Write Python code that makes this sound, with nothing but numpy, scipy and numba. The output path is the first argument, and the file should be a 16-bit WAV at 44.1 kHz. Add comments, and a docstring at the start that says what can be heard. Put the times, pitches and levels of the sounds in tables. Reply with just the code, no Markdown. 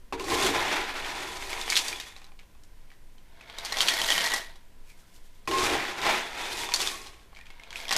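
"""In a small quiet room with a low rumble, a plastic scoop digs clay pebbles out of a bucket.
It carries them over and pours them into a plastic pot; a faint squeak and a rustling glove follow.
Then the scoop digs again and a second pour begins. Thousands of random touches ring the pebbles' pitches;
touches also ring the bucket, scoop and pot, and single pebbles clack as noise and fading tones."""
import sys
import numpy as np
from scipy import signal
from scipy.fft import rfft, irfft, next_fast_len
from scipy.io import wavfile
from scipy.ndimage import uniform_filter1d
from numba import njit

SR = 44100
rng = np.random.default_rng(int(sys.argv[2]) if len(sys.argv) > 2 else 0)


def master_out(mix):
    """Clip the mix to full scale and print it as 16-bit PCM to the path in sys.argv[1]."""
    frames = np.transpose(np.atleast_2d(mix))
    ceiling = np.clip(frames, -1, 1)
    pcm = np.round(ceiling * 32767).astype(np.int16)
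    wavfile.write(sys.argv[1], SR, pcm)


N = 351477   # length in samples

# The room's steady hush, as a spectrum shape: pitch_hz, relative_level_db
AIR_SPECTRUM = [(8.8, -13), (15, 1.5), (28, -27.5), (70, -54), (93, -32.5), (282, -38.5), (927, -47),
                (1010, -40), (1100, -50), (1560, -46.5), (3850, -52.5), (5610, -54.5), (15500, -58.5)]
# Digging, one table per scoopful: time_s, rattle_db, treble_over_rattle_db, bucket_boom_db
DIG_CURVES = [
    [(0.13, -32, -4.5, -31.5), (0.17, -49.5, -9, -42), (0.2, -41.5, -3.5, -32), (0.24, -45, 7, -42),
     (0.32, -30, 2, -26.5), (0.37, -32.5, 1.5, -33), (0.42, -27, 4, -30), (0.49, -28, 1, -26.5),
     (0.525, -34, -1, -34), (0.55, -25, -8.5, -34.5), (0.81, -27, -9.5, -39.5), (0.85, -34, -10.5, -45.5),
     (1.18, -34.5, -3, -43), (1.46, -44, 5.5, -49), (1.54, -36.5, 1.5, -47), (1.67, -42.5, 6, -49.5),
     (1.79, -44, 14.5, -52), (1.92, -43.5, 7.5, -49.5), (2.12, -57, 7.5, -73.5), (2.3, -60, -7, -71.5)],
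    [(5.476, -29, -3, -33), (5.5, -48, 12.5, -26.5), (5.515, -33.5, -4, -32), (5.6, -31, 2.5, -31.5),
     (5.726, -24, -5.5, -29), (5.802, -28.5, -8.5, -37.5), (5.968, -38, -7.5, -44.5),
     (6.072, -19.5, -9, -33), (6.29, -37.5, -7, -53.5), (6.4, -32, -6.5, -47), (6.52, -38.5, 4.5, -45),
     (6.646, -39.5, 10, -43), (6.69, -43, 2.5, -52), (6.82, -38, 8, -42.5), (6.9, -44, 13, -49),
     (7.28, -65, -1.5, -66)],
]
# Tone color of the rattle while digging: pitch_hz, relative_level_db
DIG_SPECTRUM = [(710, -32), (1200, -1), (2260, 3), (2980, -2), (3500, -0.5), (4880, -6.5), (6170, -8),
                (11600, -20), (14200, -32), (15500, -53.5)]
# Ringing tones of the bucket's body: pitch_hz, relative_level_db, fade_by_60_db_s
BUCKET_TONES = [(62.5, -6.5, 0.24), (146.2, -15, 0.081), (252, -35, 0.057), (283, -6, 0.26),
                (317.2, -6.5, 0.2), (362.2, 1, 0.079), (393, 0, 0.16), (456.6, -4.5, 0.1)]
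# Ringing tones of the bucket's rim: pitch_hz, relative_level_db, fade_by_60_db_s
RIM_TONES = [(648, -2, 0.037), (741, -2.5, 0.056), (827, 4, 0.027), (1395, -8.5, 0.023)]
# Ringing tones of the scoop: pitch_hz, relative_level_db, fade_by_60_db_s
SCOOP_TONES = [(1855, 3, 0.018), (2120, -2, 0.11), (2298, -3, 0.25), (2500, 2, 0.021), (3415, 0, 0.13),
               (3600, -0.5, 0.13), (4700, -17, 0.1), (5020, -17, 0.043)]
# The scoop's hollow tone, purest while empty: time_s, pitch_hz, width_hz
HOLLOW_GLIDE = [(.13, 920, 13.3), (.24, 1070, 18), (.5, 1034, 45), (.62, 994, 53), (1.9, 976, 48),
                (2.2, 1040, 39), (5.47, 1063, 6), (5.635, 1069, 6.7), (5.66, 1050, 85), (6.1, 1030, 41),
                (6.3, 940, 98), (6.66, 954, 57), (6.7, 955, 17), (6.9, 1044, 60), (6.93, 1104, 13),
                (7.05, 1100, 40)]
# Single pebbles: start_s, crack_peak_db, pitch_hz, thud_over_peak_db
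CLACK_HITS = [(0.1251, -28.5, 2600, 8.5), (0.1972, -26.5, 2830, -3), (0.2415, -27.5, 4400, 0),
              (0.385, -21, 2500, -4), (0.6814, -28.5, 2230, -19.5), (1.047, -26, 2380, -19),
              (1.424, -24.5, 2120, -10.5), (1.5303, -21, 2180, -9), (1.5768, -24, 2250, -5),
              (1.6132, -22, 3600, -26.5), (1.6792, -20.5, 2300, -11), (1.696, -19.5, 2320, -13.5),
              (1.701, -11, 4700, -27), (1.7231, -14.5, 2200, -27), (1.7554, -12.5, 3440, -22.5),
              (1.7663, -8.5, 3700, -22), (1.7732, -11.5, 4280, -27), (1.8822, -18.5, 4700, -20),
              (1.928, -22, 2330, -22), (1.9998, -23, 3700, -23), (2.1643, -33.5, 3800, -6.5),
              (2.2169, -40.5, 2500, -6.5), (2.2433, -38.5, 4000, -20), (2.319, -46.5, 2550, 0),
              (2.3912, -41, 2270, -12), (2.4319, -51, 2830, -3), (2.55, -53, 2580, -3),
              (2.6352, -48, 5700, -21), (2.903, -44, 2400, -19), (2.9163, -41, 2000, -19),
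              (3.182, -45, 3240, -26), (3.41, -36.5, 2450, -25), (3.476, -41, 2280, -15),
              (3.4986, -32.5, 3320, -7.5), (3.585, -24, 3800, -18), (3.6494, -22, 4580, -9.5),
              (3.6644, -25, 3380, -21), (3.7235, -17, 4150, -9.5), (3.77, -18, 3370, -7),
              (3.7854, -17, 3700, -10), (3.8058, -8, 3140, -36.5), (3.8123, -14, 4540, -20.5),
              (3.8284, -22.5, 3000, -4.5), (3.8749, -14.5, 3300, -19), (3.8841, -8.5, 3260, -24),
              (3.9382, -15, 4310, -14.5), (4.0162, -14.5, 3130, -12), (4.0875, -15, 3070, -11.5),
              (4.1031, -6, 3130, -19), (4.1214, -12.5, 3100, -17), (4.1793, -13, 3160, -11),
              (4.2073, -18, 3010, -17), (4.2404, -18, 4000, -11), (4.2617, -18, 4440, -8.5),
              (4.3194, -19.5, 3050, -9.5), (4.338, -17, 5400, -5), (4.362, -22, 4100, -3.5),
              (4.3803, -26.5, 4000, -5), (4.557, -44, 3860, -3.5), (5.455, -48.5, 4200, -7),
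              (5.475, -23.5, 2510, -14), (5.5127, -18.5, 2810, -5), (5.5843, -15.5, 3240, -16.5),
              (5.6964, -26, 2360, -8.5), (6.0165, -22, 3820, -21), (6.0661, -25, 2470, 6.5),
              (6.6348, -22.5, 2120, -9), (6.6894, -22.5, 3480, -4.5), (6.7206, -19.5, 2430, -29),
              (6.7386, -9.5, 4380, -32.5), (6.7442, -14, 4400, -12.5), (6.7604, -15, 4700, -28),
              (6.8034, -15, 3600, -17), (6.8163, -15.5, 4500, -36.5), (6.826, -20.5, 4680, -25),
              (6.8735, -15, 3580, -25.5), (7.0645, -33.5, 2920, -6.5), (7.1327, -47, 2600, -1),
              (7.3294, -50.5, 2270, 8.5), (7.3492, -43, 3100, -22), (7.3627, -38, 2320, -24),
              (7.3696, -35.5, 2390, -22), (7.3888, -35.5, 2290, -11), (7.4116, -39, 2410, -24),
              (7.457, -41.5, 2410, -21), (7.467, -38, 2400, -25), (7.5033, -37.5, 2110, -6.5),
              (7.5973, -37, 2110, -13), (7.6353, -34, 2520, -27), (7.674, -42, 2160, -13),
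              (7.7059, -31.5, 3270, -21), (7.7286, -26, 2380, -32), (7.7576, -23, 2500, -36),
              (7.8016, -28, 2340, -16), (7.853, -29.5, 2420, -28), (7.882, -24.5, 3280, -20),
              (7.892, -19.5, 3560, -12), (7.9092, -16.5, 3970, -5.5), (7.9144, -14.5, 2080, -11),
              (7.9258, -14.5, 4070, -7), (7.9644, -11, 5150, -15)]
# Ringing tones of one pebble: pitch_ratio, relative_level_db, fade_by_60_db_s
PEBBLE_TONES = [(0.995, -8.5, 0.025), (1.304, -6, 0.005), (0.74, -17, 0.0013)]
# A wall under one pebble: pitch_hz, relative_level_db, fade_by_60_db_s
THUD_TONES = [(412, -31, 0.034), (597, -10, 0.014), (810, -5, 0.036), (1070, -3.5, 0.033)]
# Carrying and pouring, one table per scoopful: time_s, rattle_db, treble_over_rattle_db
POUR_CURVES = [
    [(2.3, -78, -3), (2.45, -90, -10), (2.9, -72, -20), (2.97, -95, -19), (3.28, -71, -24),
     (3.48, -54.5, -18), (3.7, -43.5, -6.5), (3.87, -37, -1), (3.97, -37.5, -0.5), (4.09, -37, 4),
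     (4.23, -36, -1.5), (4.37, -43.5, 3), (4.54, -63.5, -5.5), (4.74, -81, -19), (4.96, -73, -11),
     (5.47, -76, -4)],
    [(7.28, -68, -22), (7.386, -70, -8), (7.566, -61.5, -20), (7.7, -55.5, -29), (7.77, -49.5, 3.5),
     (7.84, -48, -6), (7.895, -48, -7.5), (7.97, -30.5, -19)],
]
# Tone color of the rattle while pouring: pitch_hz, relative_level_db
POUR_SPECTRUM = [(710, -42), (1200, -29), (1650, 13), (1880, -10), (2160, 11), (2740, -5), (3140, 8),
                 (9570, -11), (12000, -9.5), (15500, -52)]
# Thudding tones of the pot: pitch_hz, relative_level_db, fade_by_60_db_s
POT_THUD_TONES = [(145, -11, 0.04), (358, -8, 0.089), (504, -1.5, 0.015), (670, 2.5, 0.058),
                  (920, 5, 0.032), (1070, -0.5, 0.032), (1410, -4, 0.018)]
# Ringing tones of the pot: pitch_hz, relative_level_db, fade_by_60_db_s
POT_RING_TONES = [(1860, 6.5, 0.044), (1943, 5, 0.037), (2080, -16, 0.048), (3050, -16, 0.045)]
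# Bunches of pebbles hit the pot's wall: peak_time_s, ring_db
POT_BUNCHES = [(2.93, -65), (3.72, -32.5), (3.89, -25.5), (3.99, -26), (4.09, -23), (4.24, -24),
               (4.16, -27), (4.32, -23), (4.39, -41.5), (7.386, -50), (7.904, -29)]
# A faint falling squeak: time_s, level_db, pitch_hz
SQUEAK_GLIDE = [(4.86, -75, 2550), (4.9, -55, 2380), (4.97, -74, 2060), (5.03, -69, 1450),
                (5.06, -75, 1350)]
# Creases of a glove: peak_time_s, level_db
GLOVE_CREASES = [(4.902, -58), (5.002, -60), (5.09, -65), (5.16, -57), (5.26, -62), (5.36, -66)]

AIR_DB = -46.5
RUMBLE_DB, RUMBLE_UNDER_BOOM_DB, RUMBLE_SWELL_S = -60, -30, 0.162
TREBLE_MEAN_DB = -4   # the treble setting that leaves a rattle's spectrum as it is
RIM_RATTLE_SHARE, RIM_DB = 0.75, -4.5   # the rim's level lies between rattle and boom
BURIED_DAMPING = 0.4   # dB the scoop's ring loses per dB of boom over rattle, deep in the heap
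# The hollow tone follows rattle, boom and treble; it gains PURE_DB per halving of its width
HOLLOW_DB, HOLLOW_TREBLE_SHARE, HOLLOW_BOOM_SHARE, PURE_DB = -6.5, 0.36, 0.2, 3.5
CRACK_T60_S, SKITTER_T60_S = 0.0054, 0.15   # time to fade by 60 dB
SKITTER_DB, SKITTER_SPREAD_DB = -10, 3
STRAY_COUNT = 110
# Lesser clacks follow the treble of the rattle and crowd where it is loud
STRAY_FOLLOW, STRAY_DB, STRAY_THUD_DB, STRAY_CROWDING = 0.76, -1, -13, 0.3
THUDS_FOLLOW, THUDS_DB, POT_RING_DB = 0.94, -5.5, -14   # the pot against the rattle
BUNCH_RISE_DB_S, BUNCH_FALL_DB_S = 900, 166
SQUEAK_WIDTH_HZ = 120
RUSTLE_RISE_DB_S, RUSTLE_FALL_DB_S = 253, 248
ROOM_T60_S, ROOM_DB, WALL_CUT_HZ = 0.2, -15, 2600
CUTOFF_HZ = 15750


def from_db(db):
    """Turn decibels into gain."""
    return 10 ** (np.asarray(db) / 20)


def rms_one(x):
    """Scale a sound to an average strength (rms) of 1."""
    return x / np.sqrt(np.mean(x ** 2) + 1e-20)


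def in_time(tables):
    """Draw table columns as curves over time, with a switch that is 1 while a table lasts."""
    t = np.arange(N) / SR
    s, *columns = np.transpose(np.concatenate(tables))
    active = sum((t >= rows[0][0]) & (t <= rows[-1][0]) for rows in tables) > 0
    return active, [np.interp(t, s, c) for c in columns]


def at_hz(points, hz):
    """Read a spectrum between its points, spacing pitches as the ear does."""
    point_hz, point_db = np.array(points).T
    return np.interp(np.log(hz), np.log(point_hz), point_db)


def band_noise(x, low_hz, high_hz, order):
    """Keep only the sound around a range of pitches."""
    return signal.sosfilt(signal.butter(order, [low_hz, high_hz], "band", fs=SR, output="sos"), x)


def no_bass(x):
    """Take out the bass, which small things do not radiate."""
    return signal.sosfilt(signal.butter(2, 200., "high", fs=SR, output="sos"), x)


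def ring(touches, hz, t60):
    """Let touches ring one fading tone, scaled so that noise keeps its level."""
    r = from_db(-60 / (t60 * SR))   # what is left after one sample
    w = 2 * np.pi * hz / SR
    push = np.sin(w) * np.sqrt(2 - 2 * r * r)
    return signal.lfilter([0, push], [1, -2 * r * np.cos(w), r * r], touches + 1e-18)


@njit
def gliding(x, hz, r):
    """Ring a tone whose pitch and width can move, while noise keeps its level."""
    out = np.zeros(len(x))
    for i in range(2, len(x)):
        back = 2 * r[i] * np.cos(2 * np.pi * hz[i] / SR) * out[i - 1] - r[i] ** 2 * out[i - 2]
        out[i] = np.sqrt(1 - r[i]) * x[i] + back
    return out


def contacts(per_s, uneven_db):
    """Make random touches, mostly light and now and then hard, with rms 1."""
    draw, out = rng.random(N) * SR / per_s, np.zeros(N)
    at = np.flatnonzero(draw < 1)
    hardness = np.minimum(-np.log(draw[at]), 4.)
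    out[at] = from_db(uneven_db * hardness) * (-1.) ** at
    return rms_one(out)


def clumps(rate, depth_db):
    """Make a gain that wanders, as when things slip in bunches."""
    steps = rng.standard_normal(1000)
    wander = np.interp(np.arange(N) / SR * rate, np.arange(len(steps)), steps)
    return from_db(depth_db * wander)


def bursts(rows, rise_db_s, fall_db_s):
    """Draw the dB level of short swells, each rising to its moment and dying away."""
    t = np.arange(N) / SR
    swells = [db - np.maximum(rise_db_s * (s - t), fall_db_s * (t - s)) for s, db in rows]
    return np.max(swells, axis=0)


def rattle(level_db, treble_db, spectrum, per_s, uneven_db, cycles):
    """Each touch rings three far-apart pebble pitches for a few cycles; the treble has its own control."""
    touches = contacts(per_s, uneven_db) * from_db(level_db)
    pitches = np.geomspace(1250, 15000, num=24)
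    groups = len(pitches) // 3
    dealt = rng.integers(0, groups, N)
    low, high = 0, 0
    for k, hz in enumerate(pitches):
        rung = ring(touches * (dealt == k % groups), hz, cycles / hz)
        rung = rung * np.sqrt(hz / 8750.0) * from_db(at_hz(spectrum, hz))
        treble_share = np.clip(np.log2(hz / 2080.0) / 2.0, 0, 1)
        low = low + (1 - treble_share) * rung
        high = high + treble_share * rung
    return low + from_db(treble_db - TREBLE_MEAN_DB) * high


def walls(level_db, modes, per_s, uneven_db):
    """Pebbles drum on a wall, and each of its tones is struck by touches of its own."""
    level = from_db(level_db - 8.5)
    return sum(from_db(db) * ring(level * contacts(per_s, uneven_db), hz, t60) for hz, db, t60 in modes)


def still_air():
    """The steady hush of the room is noise shaped by a spectrum."""
    hz = np.maximum(np.arange(N // 2 + 1) * SR / N, 1)
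    shaped = rfft(rng.standard_normal(N)) * from_db(at_hz(AIR_SPECTRUM, hz))
    return from_db(AIR_DB) * rms_one(irfft(shaped, N))


def rumble():
    """Low shaking through the table is deep noise that swells with the bucket's boom."""
    active, (_, _, boom_db) = in_time(DIG_CURVES)
    swell = active * from_db(boom_db + RUMBLE_UNDER_BOOM_DB)
    swell = uniform_filter1d(swell, size=int(RUMBLE_SWELL_S * SR))
    low = band_noise(rng.standard_normal(N), 25., 65., order=2)
    return (from_db(RUMBLE_DB) + swell) * clumps(5., depth_db=3.0) * rms_one(low)


def strays():
    """List lesser clacks at chance moments and pitches, more and louder where the rattle is bright."""
    tables = sorted([row[:3] for row in table] for table in DIG_CURVES + POUR_CURVES)
    active, (rattle_db, treble_db) = in_time(tables)
    bright_db = rattle_db + treble_db
    odds = np.cumsum(active * from_db(STRAY_CROWDING * bright_db))
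    when, pitch, size = rng.random((STRAY_COUNT, 3)).T
    at = np.searchsorted(odds, when * odds[-1])
    db = STRAY_DB + STRAY_FOLLOW * bright_db[at] - 6 * size
    return [(a / SR, d, 2100 * 2.4 ** p, STRAY_THUD_DB) for a, d, p in zip(at, db, pitch)]


def clacks():
    """A pebble cracks around its pitch, rings, thuds on the wall and sets its neighbors skittering."""
    out, t = np.zeros(N + 4096), np.arange(4096) / SR
    rows = CLACK_HITS + strays()
    chance = rng.normal(0, 1, (len(rows), 2, len(PEBBLE_TONES) + len(THUD_TONES)))
    noise = rng.standard_normal((len(rows), 3, len(t)))
    knocks = np.repeat(from_db(3.75 * noise[:, 2, ::64]), 64, axis=1)   # the skitter comes in uneven knocks
    onset = 1 - np.exp(-t / 0.00022)   # the contact takes a moment
    dull = signal.butter(1, 9000., fs=SR, output="sos")   # porous clay gives little top
    crack_fade_db, skitter_fade_db = -60 * t / CRACK_T60_S, -60 * t / SKITTER_T60_S
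    is_pebble = np.arange(chance.shape[2]) < len(PEBBLE_TONES)
    for (s, db, hz, thud_db), (detune, strength), (a, b, c), knock in zip(rows, chance, noise, knocks):
        modes = [(hz * ratio, d, t60) for ratio, d, t60 in PEBBLE_TONES]
        modes += [(f, thud_db + d, t60) for f, d, t60 in THUD_TONES]
        f, d, t60 = np.transpose(modes)[:, :, None]
        fading = from_db(d + 1.2 * strength[:, None] - 60 * t / t60)
        waves = fading * np.sin(2 * np.pi * f * (1 + 0.021 * detune[:, None]) * t)
        ringing, thud = waves[is_pebble].sum(axis=0), waves[~is_pebble].sum(axis=0)
        around = signal.butter(1, [hz * 0.68, hz * 1.545], "band", fs=SR, output="sos")
        around = np.vstack([around, dull])
        crack = onset * (ringing + 1.6 * signal.sosfilt(around, a * from_db(crack_fade_db)))
        skitter_db = SKITTER_DB + SKITTER_SPREAD_DB * c[1] + skitter_fade_db
        skitter = signal.sosfilt(around, b * knock * from_db(skitter_db))
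        at = round(s * SR)
        out[at:at + len(t)] += from_db(db) * (crack / np.abs(crack).max() + onset * (thud + skitter))
    return out[:N]


def digging():
    """The heap rattles, the bucket booms, and bright loose touches ring the scoop."""
    active, (rattle_db, treble_db, boom_db) = in_time(DIG_CURVES)
    rim_db = RIM_DB + RIM_RATTLE_SHARE * rattle_db + (1 - RIM_RATTLE_SHARE) * boom_db
    scoop_db = rattle_db + 0.88 * treble_db - BURIED_DAMPING * (boom_db - rattle_db) - 11
    heap = rattle(rattle_db, treble_db, DIG_SPECTRUM, per_s=5000., uneven_db=0.5, cycles=19.0)
    heap = heap * clumps(60., depth_db=2.0)   # pebbles slip in bunches
    boom = walls(boom_db, BUCKET_TONES, per_s=440.0, uneven_db=1.5)
    rim = walls(rim_db, RIM_TONES, per_s=400., uneven_db=2.5)
    scoop = walls(scoop_db, SCOOP_TONES, per_s=300., uneven_db=3.0)
    return active * (boom + no_bass(heap + rim + scoop))


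def hollow():
    """Many light touches keep one gliding tone in the scoop sounding, louder where it is purer."""
    active, (rattle_db, treble_db, boom_db) = in_time(DIG_CURVES)
    _, (hz, width_hz) = in_time([HOLLOW_GLIDE])
    width_hz = np.maximum(width_hz, 2)
    level_db = HOLLOW_DB + rattle_db + HOLLOW_BOOM_SHARE * (boom_db - rattle_db)
    level_db = level_db + HOLLOW_TREBLE_SHARE * treble_db - PURE_DB * np.log2(width_hz / 40)
    tone = gliding(contacts(3000., 3.0), hz, np.exp(-np.pi * width_hz / SR))
    return rms_one(tone) * active * from_db(level_db)


def pouring():
    """Pebbles roll off the scoop and fall into the pot, with fewer and harder touches than in digging."""
    active, (rattle_db, treble_db) = in_time(POUR_CURVES)
    bunch_db = bursts(POT_BUNCHES, BUNCH_RISE_DB_S, BUNCH_FALL_DB_S)
    ring_db = np.maximum(rattle_db + POT_RING_DB, bunch_db)
    stream = rattle(rattle_db + 2.0, treble_db, POUR_SPECTRUM, per_s=4100.0, uneven_db=3.5, cycles=23.0)
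    thuds = walls(THUDS_DB + THUDS_FOLLOW * rattle_db, POT_THUD_TONES, per_s=430.0, uneven_db=3.5)
    pot = walls(ring_db - 5.5, POT_RING_TONES, per_s=900.0, uneven_db=1.0)
    return active * (stream + thuds + pot)


def squeak():
    """A faint, rough squeak slides down in pitch as random touches ring a gliding tone."""
    active, (level_db, hz) = in_time([SQUEAK_GLIDE])
    r = np.full(N, np.exp(-np.pi * SQUEAK_WIDTH_HZ / SR))
    return active * from_db(level_db) * rms_one(gliding(contacts(3000., 2.), hz, r))


def glove():
    """Thin rubber creases in fine, bright grains."""
    grains = band_noise(contacts(6600.0, 3.6), 2200., 9000., order=1)
    return from_db(bursts(GLOVE_CREASES, RUSTLE_RISE_DB_S, RUSTLE_FALL_DB_S)) * rms_one(grains)


def room(x):
    """Echoes go round ten delay loops, softer and duller on every round."""
    size = next_fast_len(N + SR)
    w = 2 * np.pi * np.arange(size // 2 + 1) / size
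    dull = 1 / (1 + 1j * w * SR / (2 * np.pi * WALL_CUT_HZ))
    echoes = 0
    for k, lag in enumerate(rng.uniform(.008, .035, size=10) * SR):   # lag in samples
        loop = from_db(-60 * lag / SR / ROOM_T60_S) * dull * np.exp(-1j * w * round(lag))
        echoes = echoes + (-1) ** k * loop / (1 - loop)   # all rounds added up
    return irfft(rfft(x, size) * echoes, size)[:N]


def scene():
    """Add the sounds of the work, their echo in the room, and the quiet behind them."""
    work = no_bass(clacks() + hollow() + pouring()) + digging() + squeak() + glove()
    return (still_air() + rumble() + work + from_db(ROOM_DB) * room(work))[None]


def record(dry):
    """Cut the top of the sound with a steep filter."""
    return signal.sosfilt(signal.cheby2(14, 70, CUTOFF_HZ, fs=SR, output="sos"), dry)


dry = scene()
out = record(dry)
master_out(out)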